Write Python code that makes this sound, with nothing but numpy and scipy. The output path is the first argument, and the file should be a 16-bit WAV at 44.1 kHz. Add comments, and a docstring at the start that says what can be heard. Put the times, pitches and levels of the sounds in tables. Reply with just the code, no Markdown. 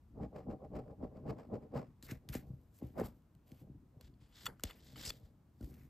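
"""A quiet room, close to a two-port microphone. First a coin scrapes a paper card to and fro on a hollow
table: many small slips shake the table's modes, and filtered slips make a faint hiss. A first tick, a crack
of noise ringing the card, falls among the strokes; then hands shift on the table with a low rumble. Fingers
sweep and tap: dense slips hiss through the paper and single pushes thud in the table. After a scuff of a
hand sweeping crumbs in two pulls, the card slides away with more hiss, ticks and soft thuds."""
import sys
import numpy as np
from scipy import signal
from scipy.fft import rfft, irfft, next_fast_len
from scipy.io import wavfile
from scipy.ndimage import uniform_filter1d

SR = 44100
rng = np.random.default_rng(int(sys.argv[2]) if len(sys.argv) > 2 else 0)


def unload_audio(sound):
    """Save the sound as a 16-bit wav file, at the path given as the first command line argument."""
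    columns = np.transpose(np.atleast_2d(sound))
    # keep every value between -1 and 1, then stretch to whole-number steps
    steps = np.round(np.clip(columns, -1, 1) * 32767)
    wavfile.write(sys.argv[1], SR, steps.astype(np.int16))


N = 259749  # length of the scene [samples]


def gain_of(db):
    """Turns decibels into a factor on the wave."""
    return 10 ** (np.asarray(db) / 20)


def evened(x):
    """Scales a sound to an rms level of 1."""
    return x / np.sqrt(np.mean(x ** 2) + 1e-20)


def read(points, hz):
    """Reads a curve between its points, with straight lines over log frequency."""
    point_hz, value = np.transpose(points)
    return np.interp(np.log(hz + 1), np.log(point_hz + 1), value)


def coloured(x, points):
    """Filters a sound by a curve of level over frequency, then sets its rms to 1."""
    size = next_fast_len(N)
    hz = np.fft.rfftfreq(size, 1 / SR)
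    spectrum = rfft(x, size) * gain_of(read(points, hz))
    return evened(irfft(spectrum, size)[:N])


def swells(rows, lag=0., rise_share=1., fall_share=1., roundness=1., held=False):
    """Sums the swells of all rows; each further column follows whichever swell is loudest."""
    step = 44  # the curves are worked out about once a millisecond
    t = np.arange(0, N + step, step) / SR
    peak, db, rise, fall, *rest = np.transpose(rows)[:, :, None]
    hold = abs(rest.pop()) if held else 0
    late = t - peak - lag
    # rise and fall are the times between the peak and 20 dB below it
    before = -late / (abs(rise * rise_share) + 1e-4)
    after = np.maximum(late - hold, 0) / (abs(fall * fall_share) + 1e-4)
    away = np.where(late < 0, before, after)
    gain = gain_of(db - 20 * away ** roundness)
    loudest = gain.argmax(axis=0)
    curves = [np.linalg.norm(gain, axis=0)]
    curves += [uniform_filter1d(column[loudest, 0], size=8) for column in rest]
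    return [np.interp(np.arange(N) / SR, t, curve) for curve in curves]


def slips(per_s, spread_db, clump_db):
    """Rubbing as random slips of either sign, a few of them large, in clumps some milliseconds long."""
    when, size, sign, chance = rng.random((4, N))
    wander = uniform_filter1d(uniform_filter1d(chance - .5, size=150), size=150)
    size_db = clump_db * evened(wander) - spread_db * np.log(size + 0.04)
    return evened((when < per_s / SR) * gain_of(size_db) * np.sign(sign - .5))


# colour of the quiet room: (frequency [Hz], relative level [dB])
ROOM_COLOUR = [(25, -11.5), (50, 9.5), (110, 5.5), (250, -3.5), (500, -18), (1000, -20.5), (2000, -32),
               (7000, -42), (10000, -41.5), (13000, -39.5), (16000, -43)]
ROOM_DB = -65  # rms before the microphone ports


def hush():
    """The quiet room: steady noise with its own colour."""
    return gain_of(ROOM_DB) * coloured(rng.standard_normal(N), ROOM_COLOUR)


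# table top, four groups of modes from low to high:
# (frequency [Hz], relative level [dB], time to die by 60 dB [s])
TABLE_MODES = [
    [(37.2, -9, 0.14), (59.3, -7, 0.094), (72.9, 2.5, 0.04)],
    [(100.1, -3.5, 0.11), (131.3, 8, 0.097), (169, -5, 0.057)],
    [(188.2, 1, 0.088), (241.8, 6, 0.07), (298.2, -4.5, 0.11), (373, -1, 0.033), (389, -11, 0.12)],
    [(441, 11.5, 0.039), (517, 9.5, 0.032), (619, 5.5, 0.057), (757, -6, 0.13), (830, -4.5, 0.079),
     (1041, -2.5, 0.018)],
]
TRAVEL = 0.1037  # delay [s] at 1 Hz; low bending waves are slower: it falls with the root of frequency


def ringing(modes):
    """Answer of one group of table modes to a push: each comes late, swells for a cycle and dies."""
    ring = 0
    for k, (hz, db, t60) in enumerate(modes):
        t = np.maximum(np.arange(SR // 4) / SR - TRAVEL / np.sqrt(hz), 0)
        onset = 1 - np.exp(-(t * hz / 0.53) ** 2)
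        ring = ring + (-1) ** k * gain_of(db - 60 * t / t60) * onset * np.sin(2 * np.pi * hz * t)
    return ring / np.linalg.norm(ring)  # energy 1


def table(forces):
    """Each group of table modes rings under its own share of the force."""
    return sum(signal.oaconvolve(force, ringing(modes))[:N] for force, modes in zip(forces, TABLE_MODES))


# coin strokes, strong forth and light back; the last two rows are a hand sweeping crumbs:
# (peak time [s], relative table shaking [dB], rise [s], fall [s], and on top of the shaking:
# grit [dB], slow shove [dB], rasp in the top table modes [dB])
SCRAPES = [(.224, -42.5, 0.097, 0.068, -20.5, -6, -3), (.36, -50.5, 0.071, 0.098, -10.5, -9, 2),
           (.504, -40.5, 0.067, 0.07, -24, -6.5, -3), (.645, -54, 0.1, 0.039, -21.5, -8, 4.5),
           (.762, -41, 0.078, 0.082, -16, -6, -1.5), (.902, -53, 0.11, .07, -21.5, -10, 1),
           (1.032, -42, 0.062, 0.05, -20.5, -6.5, -1), (1.155, -52.5, 0.11, 0.11, -19.5, -7, -2.5),
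           (1.29, -37.5, 0.075, 0.062, -18, -10.5, -1.5), (1.38, -51.5, 0.052, 0.1, -9.5, -25, 0.5),
           (1.54, -38.5, 0.075, 0.058, -23.5, -15, -2.5), (1.625, -55.5, 0.07, .09, -19, -7, 0),
           (1.756, -41, 0.058, 0.11, -10.5, -12, 1.5), (2.985, -41, 0.052, 0.071, -13, -17, 4.5),
           (3.03, -45.5, 0.085, 0.086, -11.5, -3, -9.5)]
# how a stroke shares itself among the two middle groups of table modes: (level [dB], level [dB])
STROKE_SHARES = [-0.11, 0.079]
# colour of the grit: (frequency [Hz], relative level [dB])
GRIT_COLOUR = [(700, 9.5), (1100, 10.5), (1500, 1), (2300, -2.5), (3000, -10), (3600, -14.5), (5000, -9.5),
               (6200, -21), (7500, -16.5), (9500, -24), (12500, -19), (16000, -40)]
# lags and leads in seconds; rises and falls are multiples of the stroke's own; round: 1 pointed, 2 round
PRESS_LEAD_S, STROKE_ROUND = .006, 1.25  # the pressure on the middle modes peaks a little early
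GRIT_LAG_S, GRIT_RISE, GRIT_FALL = 0.0057, 0.46, 0.82  # grit comes late and suddenly
SHOVE_LEAD_S, SHOVE_RISE, SHOVE_FALL = .005, 2, 0.84  # the hand leans in before the stroke
# the rasp holds during the stroke and stops with it
RASP_LAG_S, RASP_RISE, RASP_FALL, RASP_ROUND = 0.0018, 0.81, 0.79, 2.47


def scrapes():
    """The coin, later a hand on crumbs, judders along: slips shake the table and fine grit hisses."""
    press = swells(SCRAPES, -PRESS_LEAD_S, roundness=STROKE_ROUND)[0]
    edge, grit_db, *_ = swells(SCRAPES, GRIT_LAG_S, GRIT_RISE, GRIT_FALL)
    lean, _, shove_db, _ = swells(SCRAPES, -SHOVE_LEAD_S, SHOVE_RISE, SHOVE_FALL)
    rasp, *_, rasp_db = swells(SCRAPES, RASP_LAG_S, RASP_RISE, RASP_FALL, RASP_ROUND)
    judder = slips(per_s=900, spread_db=2.0, clump_db=1.5)
    forces = [lean * gain_of(shove_db)]
    forces += [press * gain_of(db - 3.0) for db in STROKE_SHARES]
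    forces += [rasp * gain_of(rasp_db - 5.0)]
    fine_slips = slips(per_s=9900, spread_db=3.0, clump_db=3.5)
    grit = edge * gain_of(grit_db + 4.0) * coloured(fine_slips, GRIT_COLOUR)
    return table([judder * force for force in forces]) + grit


# sharp ticks of card edge and coin: (peak time of the crack [s], relative level [dB],
# part of the card that rings [octaves above 1 kHz], bare crack on top of the ringing [dB],
# time for the crack to die by 60 dB [s])
CARD_TICKS = [(1.388, -62, 0.95, -2, 0.0063), (2.0263, -53.5, 3.3, 12.5, .011),
              (2.111, -58, 0.88, 17.5, 0.035), (2.2892, -53, 0.52, 20.5, 0.0049),
              (2.329, -64, 0.66, 19, 0.022), (2.352, -59.5, 4.7, 20, .043), (2.999, -57, 4, 13.5, 0.0097),
              (3.222, -84, 2.1, 16, 0.0051), (3.351, -62.5, 0.33, 1.5, 0.0068),
              (3.518, -64.5, 2.0, 12, 0.01), (4.011, -59, 2.4, 13.5, 0.01), (4.14, -71, 2.1, -7, .014),
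              (4.325, -62, 1.5, -14, 0.02), (4.457, -46.5, 1.3, 13.5, 0.038), (4.465, -27, 1.2, -4, 0.029),
              (4.597, -45.5, 0.52, -3, 0.0074), (4.607, -63, 0.7, 6, 0.014), (4.6363, -29.5, 1.3, 8, 0.013),
              (4.7005, -45.5, 0.82, -6, 0.036), (4.709, -42.5, 1.15, -5, 0.013),
              (4.959, -41.5, 0.82, -10, 0.012), (5.0515, -36.5, 3.5, -19, 0.0083),
              (5.062, -36, 3.7, -7, 0.0081), (5.103, -31.5, 2.06, -4.5, 0.017),
              (5.61, -54, 0.39, -1.5, 0.018), (5.628, -63, 0.96, 7, 0.015), (5.644, -72.5, 3.2, 18.5, 0.02),
              (5.741, -69.5, 1.1, 12, 0.021)]
# modes of the card, also used by the slides: (frequency [Hz], relative level [dB], time to die by 60 dB [s])
CARD_MODES = [(1425, -0.5, 0.084), (2100, -6, 0.033), (3005, 0.5, 0.033), (3430, 0.5, 0.047),
              (4480, 2.5, 0.017), (5000, -30, 0.0093), (7600, 2.5, 0.022)]
NEAR_DB = 11  # a card mode is woken this much less for each octave away from the part touched
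TICK_RISE = 0.041  # rise time as a share of the crack's dying time
HELD = 1.2  # fingers cut the card's ringing: dying time of that damping as a multiple of the crack's
BARE = signal.butter(2, [1000, 13500], "bandpass", fs=SR)  # colour of the crack itself
THIN = signal.butter(3, 800, "highpass", fs=SR)  # a small card radiates no bass


def add(mix, s, sound):
    """Mixes a sound in at a time in seconds."""
    part = mix[round(s * SR):][:len(sound)]
    part += sound[:len(part)]


def ticks():
    """A crack of noise swells and dies quickly and rings the nearest modes of the card."""
    out = np.zeros(N)
    t = np.arange(4000) / SR
    for s, db, octave, bare_db, t60 in CARD_TICKS:
        rise = TICK_RISE * t60
        dying = gain_of(-60 * np.maximum(t - rise, 0) / t60)
        crack = rng.standard_normal(len(t)) * np.minimum(t / rise, 1) ** 2 * dying
        ring = 0
        for hz, mode_db, life in CARD_MODES:
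            woken_db = mode_db - NEAR_DB * abs(np.log2(hz / 1000) - octave)
            damping_db = 60 * t / life + 60 * t / (HELD * t60)
            ring = ring + gain_of(woken_db - damping_db) * np.sin(2 * np.pi * hz * t)
        card = signal.fftconvolve(crack, ring / np.linalg.norm(ring))[:len(t)]
        sound = card + gain_of(bare_db) * signal.lfilter(*BARE, crack)
        add(out, s - rise, gain_of(db - 4.5) * signal.lfilter(*THIN, sound))
    return out


# hands shifting on the table: (peak time [s], relative rumble [dB], rise [s], fall [s],
# harder rubbing on top of the rumble [dB])
HAND_SHIFTS = [(1.9, -55, 0.095, 0.074, -28), (2.122, -45.5, 0.091, 0.062, -3), (2.36, -49, 0.22, 0.3, -4),
               (2.818, -43.5, .018, 0.1, -1), (3.1, -55.5, .05, .12, -6), (3.36, -73, 0.18, 0.15, -12),
               (3.516, -59.5, 0.074, 0.067, 2.5), (3.624, -51.5, 0.046, 0.13, -3.5),
               (3.72, -55.5, 0.15, 0.12, -13), (3.816, -55, 0.018, 0.071, -25), (3.95, -62.5, .06, 0.16, 4),
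               (4.07, -60.5, 0.12, 0.24, -27), (4.22, -70.5, 0.12, 0.11, -31),
               (4.476, -55.5, 0.095, 0.13, -12), (4.655, -60.5, 0.028, 0.24, 3),
               (4.95, -55, .06, 0.15, -18), (5.02, -55.5, 0.42, 0.12, -6), (5.11, -60, 0.12, 0.32, 2.5),
               (5.5, -67.5, 0.44, 0.26, -28), (5.615, -49.5, 0.012, 0.32, -7),
               (5.8, -58.5, 0.19, 0.4, -14.5)]


def hands():
    """Skin creeps over the table in small slips and keeps its low modes murmuring."""
    level, rub_db = swells(HAND_SHIFTS)
    creep = level * slips(per_s=460, spread_db=3.5, clump_db=-1.5)
    return table([creep * gain_of(db) for db in (-4.5, -6.0, -8.0, rub_db - 12.5)])


# soft blows: (time [s], relative strength [dB], part of the table struck [octaves above 100 Hz],
# deep shove on top of the strength [dB])
SOFT_THUDS = [(2.028, -25.5, 1.26, 0), (2.113, -11, 1.1, -32), (2.29, -15.5, 0.31, 1),
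              (2.349, -5.5, 2.03, -10.5), (2.465, -31, .4, 6), (2.496, -13, 0.08, -28),
              (2.527, -18.5, .1, -25), (2.819, -11, 1.76, -25), (3.011, -10.5, 1.96, -2),
              (3.029, -28, 1.2, 10), (3.351, -34, 0.48, -15), (3.515, -21.5, .9, -39),
              (3.612, -25.5, 1.2, -9), (3.693, -20, 0.98, -7), (3.747, -25.5, 0.63, -1),
              (3.767, -29, 0.47, -10), (3.835, -37, .3, 5), (3.962, -26.5, 0.51, -19),
              (4.029, -41.5, .3, 17.5), (4.213, -28.5, .3, -12), (4.444, -27, .4, -8.5),
              (4.478, -28.5, 0.62, 3), (4.634, -11, 2.2, 0), (4.93, -29, 0.2, -15), (5.065, -24, .5, 6),
              (5.1, -24.5, 2.6, -2), (5.223, -35.5, 0.46, 14), (5.604, -18, 1.53, -1),
              (5.622, -19, 1.55, 8), (5.634, -22, 1.7, -15)]
# how a blow shares itself among the three higher groups of table modes: (level [dB], one per group)
BLOW_SHARES = [0.1, -3.5, -7.5]
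SPOT_DB = 8.5  # a group is woken less by this times the square of its octaves from the part struck


def thuds():
    """Each blow is one push into the table, shared among its groups of modes."""
    forces = np.zeros((len(TABLE_MODES), N))
    group_hz = np.array([np.mean(modes, axis=0)[0] for modes in TABLE_MODES[1:]])
    octaves = np.log2(group_hz / 100)
    for s, db, octave, shove_db in SOFT_THUDS:
        higher_db = BLOW_SHARES - SPOT_DB * (octaves - octave) ** 2
        push = round((s - .003) * SR)  # a little early, as the table answers late
        forces[:, push] += gain_of(db + np.r_[shove_db, higher_db])
    return table(forces)


# skin and card sliding: (peak time [s], relative hiss [dB], rise [s], fall [s],
# where the hiss is strongest [Hz], airy top on top of the hiss [dB], hold at the peak [s])
CARD_SLIDES = [(2.03, -66.5, 0.0063, 0.083, 4370, 4, 0.035),
               (2.109, -52.5, 0.053, 0.053, 2200, -6.5, 0.0028), (2.291, -55, 0.0034, 0.023, 2600, 1, .002),
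               (2.335, -52, 0.023, 0.062, 2440, -2.5, 0.016), (2.43, -87.5, .08, 0.22, 3940, 6.5, 0.025),
               (2.62, -97, .1, 0.09, 3000, 9.5, 0.029), (2.755, -80.5, 0.052, 0.15, 7300, 6.5, 0.028),
               (2.83, -75, 0.074, 0.13, 2620, -2.5, .05), (3.0, -55, 0.037, 0.034, 1760, -7, 0.01),
               (3.05, -64, 0.039, 0.049, 3860, 4, 0.0095), (3.15, -91, .1, .1, 2540, 5.5, .03),
               (3.478, -78.5, 0.036, 0.045, 2900, 0.5, 0.14),
               (4.012, -69.5, 0.0093, 0.049, 3300, -14, 0.057),
               (4.215, -70, 0.026, 0.081, 3140, -21, 0.019), (4.3, -77.5, .1, .1, 2800, -8, .02),
               (4.36, -61, 0.044, .05, 3460, -12, 0.05), (4.45, -57, 0.12, 0.025, 3700, -10, .01),
               (4.478, -56.5, 0.011, 0.064, 1537, -13, 0.0028),
               (4.647, -52, 0.012, 0.091, 3300, -14, 0.0041), (4.7, -58.5, 0.097, 0.036, 2450, -11, 0.01),
               (4.76, -72, .1, .1, 2660, -4, 0.028), (4.87, -64.5, 0.16, .15, 3590, -10, 0.036),
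               (4.963, -57.5, 0.0028, 0.041, 3060, -10, 0.045),
               (5.0, -49.5, 0.051, 0.027, 3570, -12, 0.057), (5.055, -45, 0.0071, 0.0072, 5070, -13, 0.048),
               (5.115, -61, .01, 0.067, 3700, -9, 0.0085), (5.16, -70, .05, 0.061, 3570, -6, 0.016),
               (5.24, -77, 0.047, 0.073, 3500, -7, 0.021), (5.635, -75.5, 0.07, 0.18, 4140, 4.5, 0.027),
               (5.74, -76, 0.11, 0.1, 2260, 0.5, .1)]
# colour of the paper hiss: (frequency [Hz], relative level [dB])
PAPER_COLOUR = [(500, 22), (1200, 2), (3000, -3.5), (5000, -1), (8000, -3), (9500, 5), (11000, 19.5),
                (13000, -19)]
# colour of the airy top: (frequency [Hz], relative level [dB])
AIR_COLOUR = [(8500, 5), (10000, 12), (12000, 13.5), (15000, 8.5), (16500, -9)]
HUMP_WIDTH_HZ = 900  # width of the card modes under a sliding finger


def resonate(x, hz, width):
    """A damped mode: shifts hz down to zero, smooths, and shifts back."""
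    turn = np.exp(2j * np.pi * hz * np.arange(len(x)) / SR)
    r = np.exp(-np.pi * width / SR)
    return 2 * (turn * signal.lfilter([1 - r], [1, -r], x / turn)).real


def slides():
    """Dense tiny slips through the stiff paper; its damped modes hiss most near the part touched."""
    level, near_hz, air_db = swells(CARD_SLIDES, held=True)
    paper, air = (coloured(slips(per_s=23000, spread_db=5.0, clump_db=2.5), colour)
                  for colour in (PAPER_COLOUR, AIR_COLOUR))
    modes = 0
    for k, (hz, *_) in enumerate(CARD_MODES):
        nearness = gain_of(-NEAR_DB * abs(np.log2(hz / near_hz)))
        modes = modes + (-1) ** k * nearness * resonate(paper, hz, HUMP_WIDTH_HZ)
    return level * (0.082 * paper + 0.77 * evened(modes) + gain_of(air_db) * air)


# how far the left port is ahead of the right: (frequency [Hz], phase [rad])
LEFT_LEAD = [(60, 0), (2400, .1), (3200, .8), (5500, 0), (7600, -.1), (8700, -1.1), (9200, -np.pi),
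             (10800, -np.pi), (11400, -4.4), (12700, -6.1), (14200, -6.4), (15600, -9.2)]
# how much louder the left port is than the right: (frequency [Hz], level [dB])
LEFT_BALANCE = [(60, 1.1), (300, 1.5), (600, -1.5), (1200, 2), (3000, 1.5), (8000, .3), (9000, 0),
                (15000, 0)]
# gain of the part that the two ports hear with opposite sign: (frequency [Hz], level [dB])
UNLIKE_PART = [(25, -24), (150, -21), (300, -14), (600, -7), (1200, -8), (2500, -10), (6000, -13),
               (8500, -12), (9300, -32), (10600, -32), (11500, -12), (15000, -12)]


def ports(common, unlike):
    """Two ports in one case: a phase lead, a balance, a part of opposite sign, little deep bass."""
    size = next_fast_len(N + 2000)
    hz = np.fft.rfftfreq(size, 1 / SR)
    mid = rfft(common, size)
    side = gain_of(read(UNLIKE_PART, hz)) * rfft(unlike, size)
    # each port takes half of the balance and the lead
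    half = gain_of(read(LEFT_BALANCE, hz) / 2) * np.exp(.5j * read(LEFT_LEAD, hz))
    both = np.array([half * (mid + side), (mid - side) / half])
    bass_cut = 1 + (28 / (hz + 1)) ** 2
    return irfft(both / bass_cut, size)[:, :N]


def scene():
    """Rubbing reaches the ports from many patches of table and card, so part of it differs between them."""
    common, unlike = (hush() + scrapes() + hands() + slides() for _ in range(2))
    hiss = gain_of(-90.5) * rng.standard_normal((2, N))  # separate faint noise in each channel
    return ports(common + ticks() + thuds(), unlike) + hiss


EDGE_HZ = 15650  # top of the band


def record(dry):
    """Limits the band with a steep low-pass filter."""
    low_pass = signal.firwin(511, EDGE_HZ, window=("kaiser", 9), fs=SR)
    return signal.oaconvolve(dry, low_pass[None], "same")


dry = scene()
out = record(dry)
unload_audio(out)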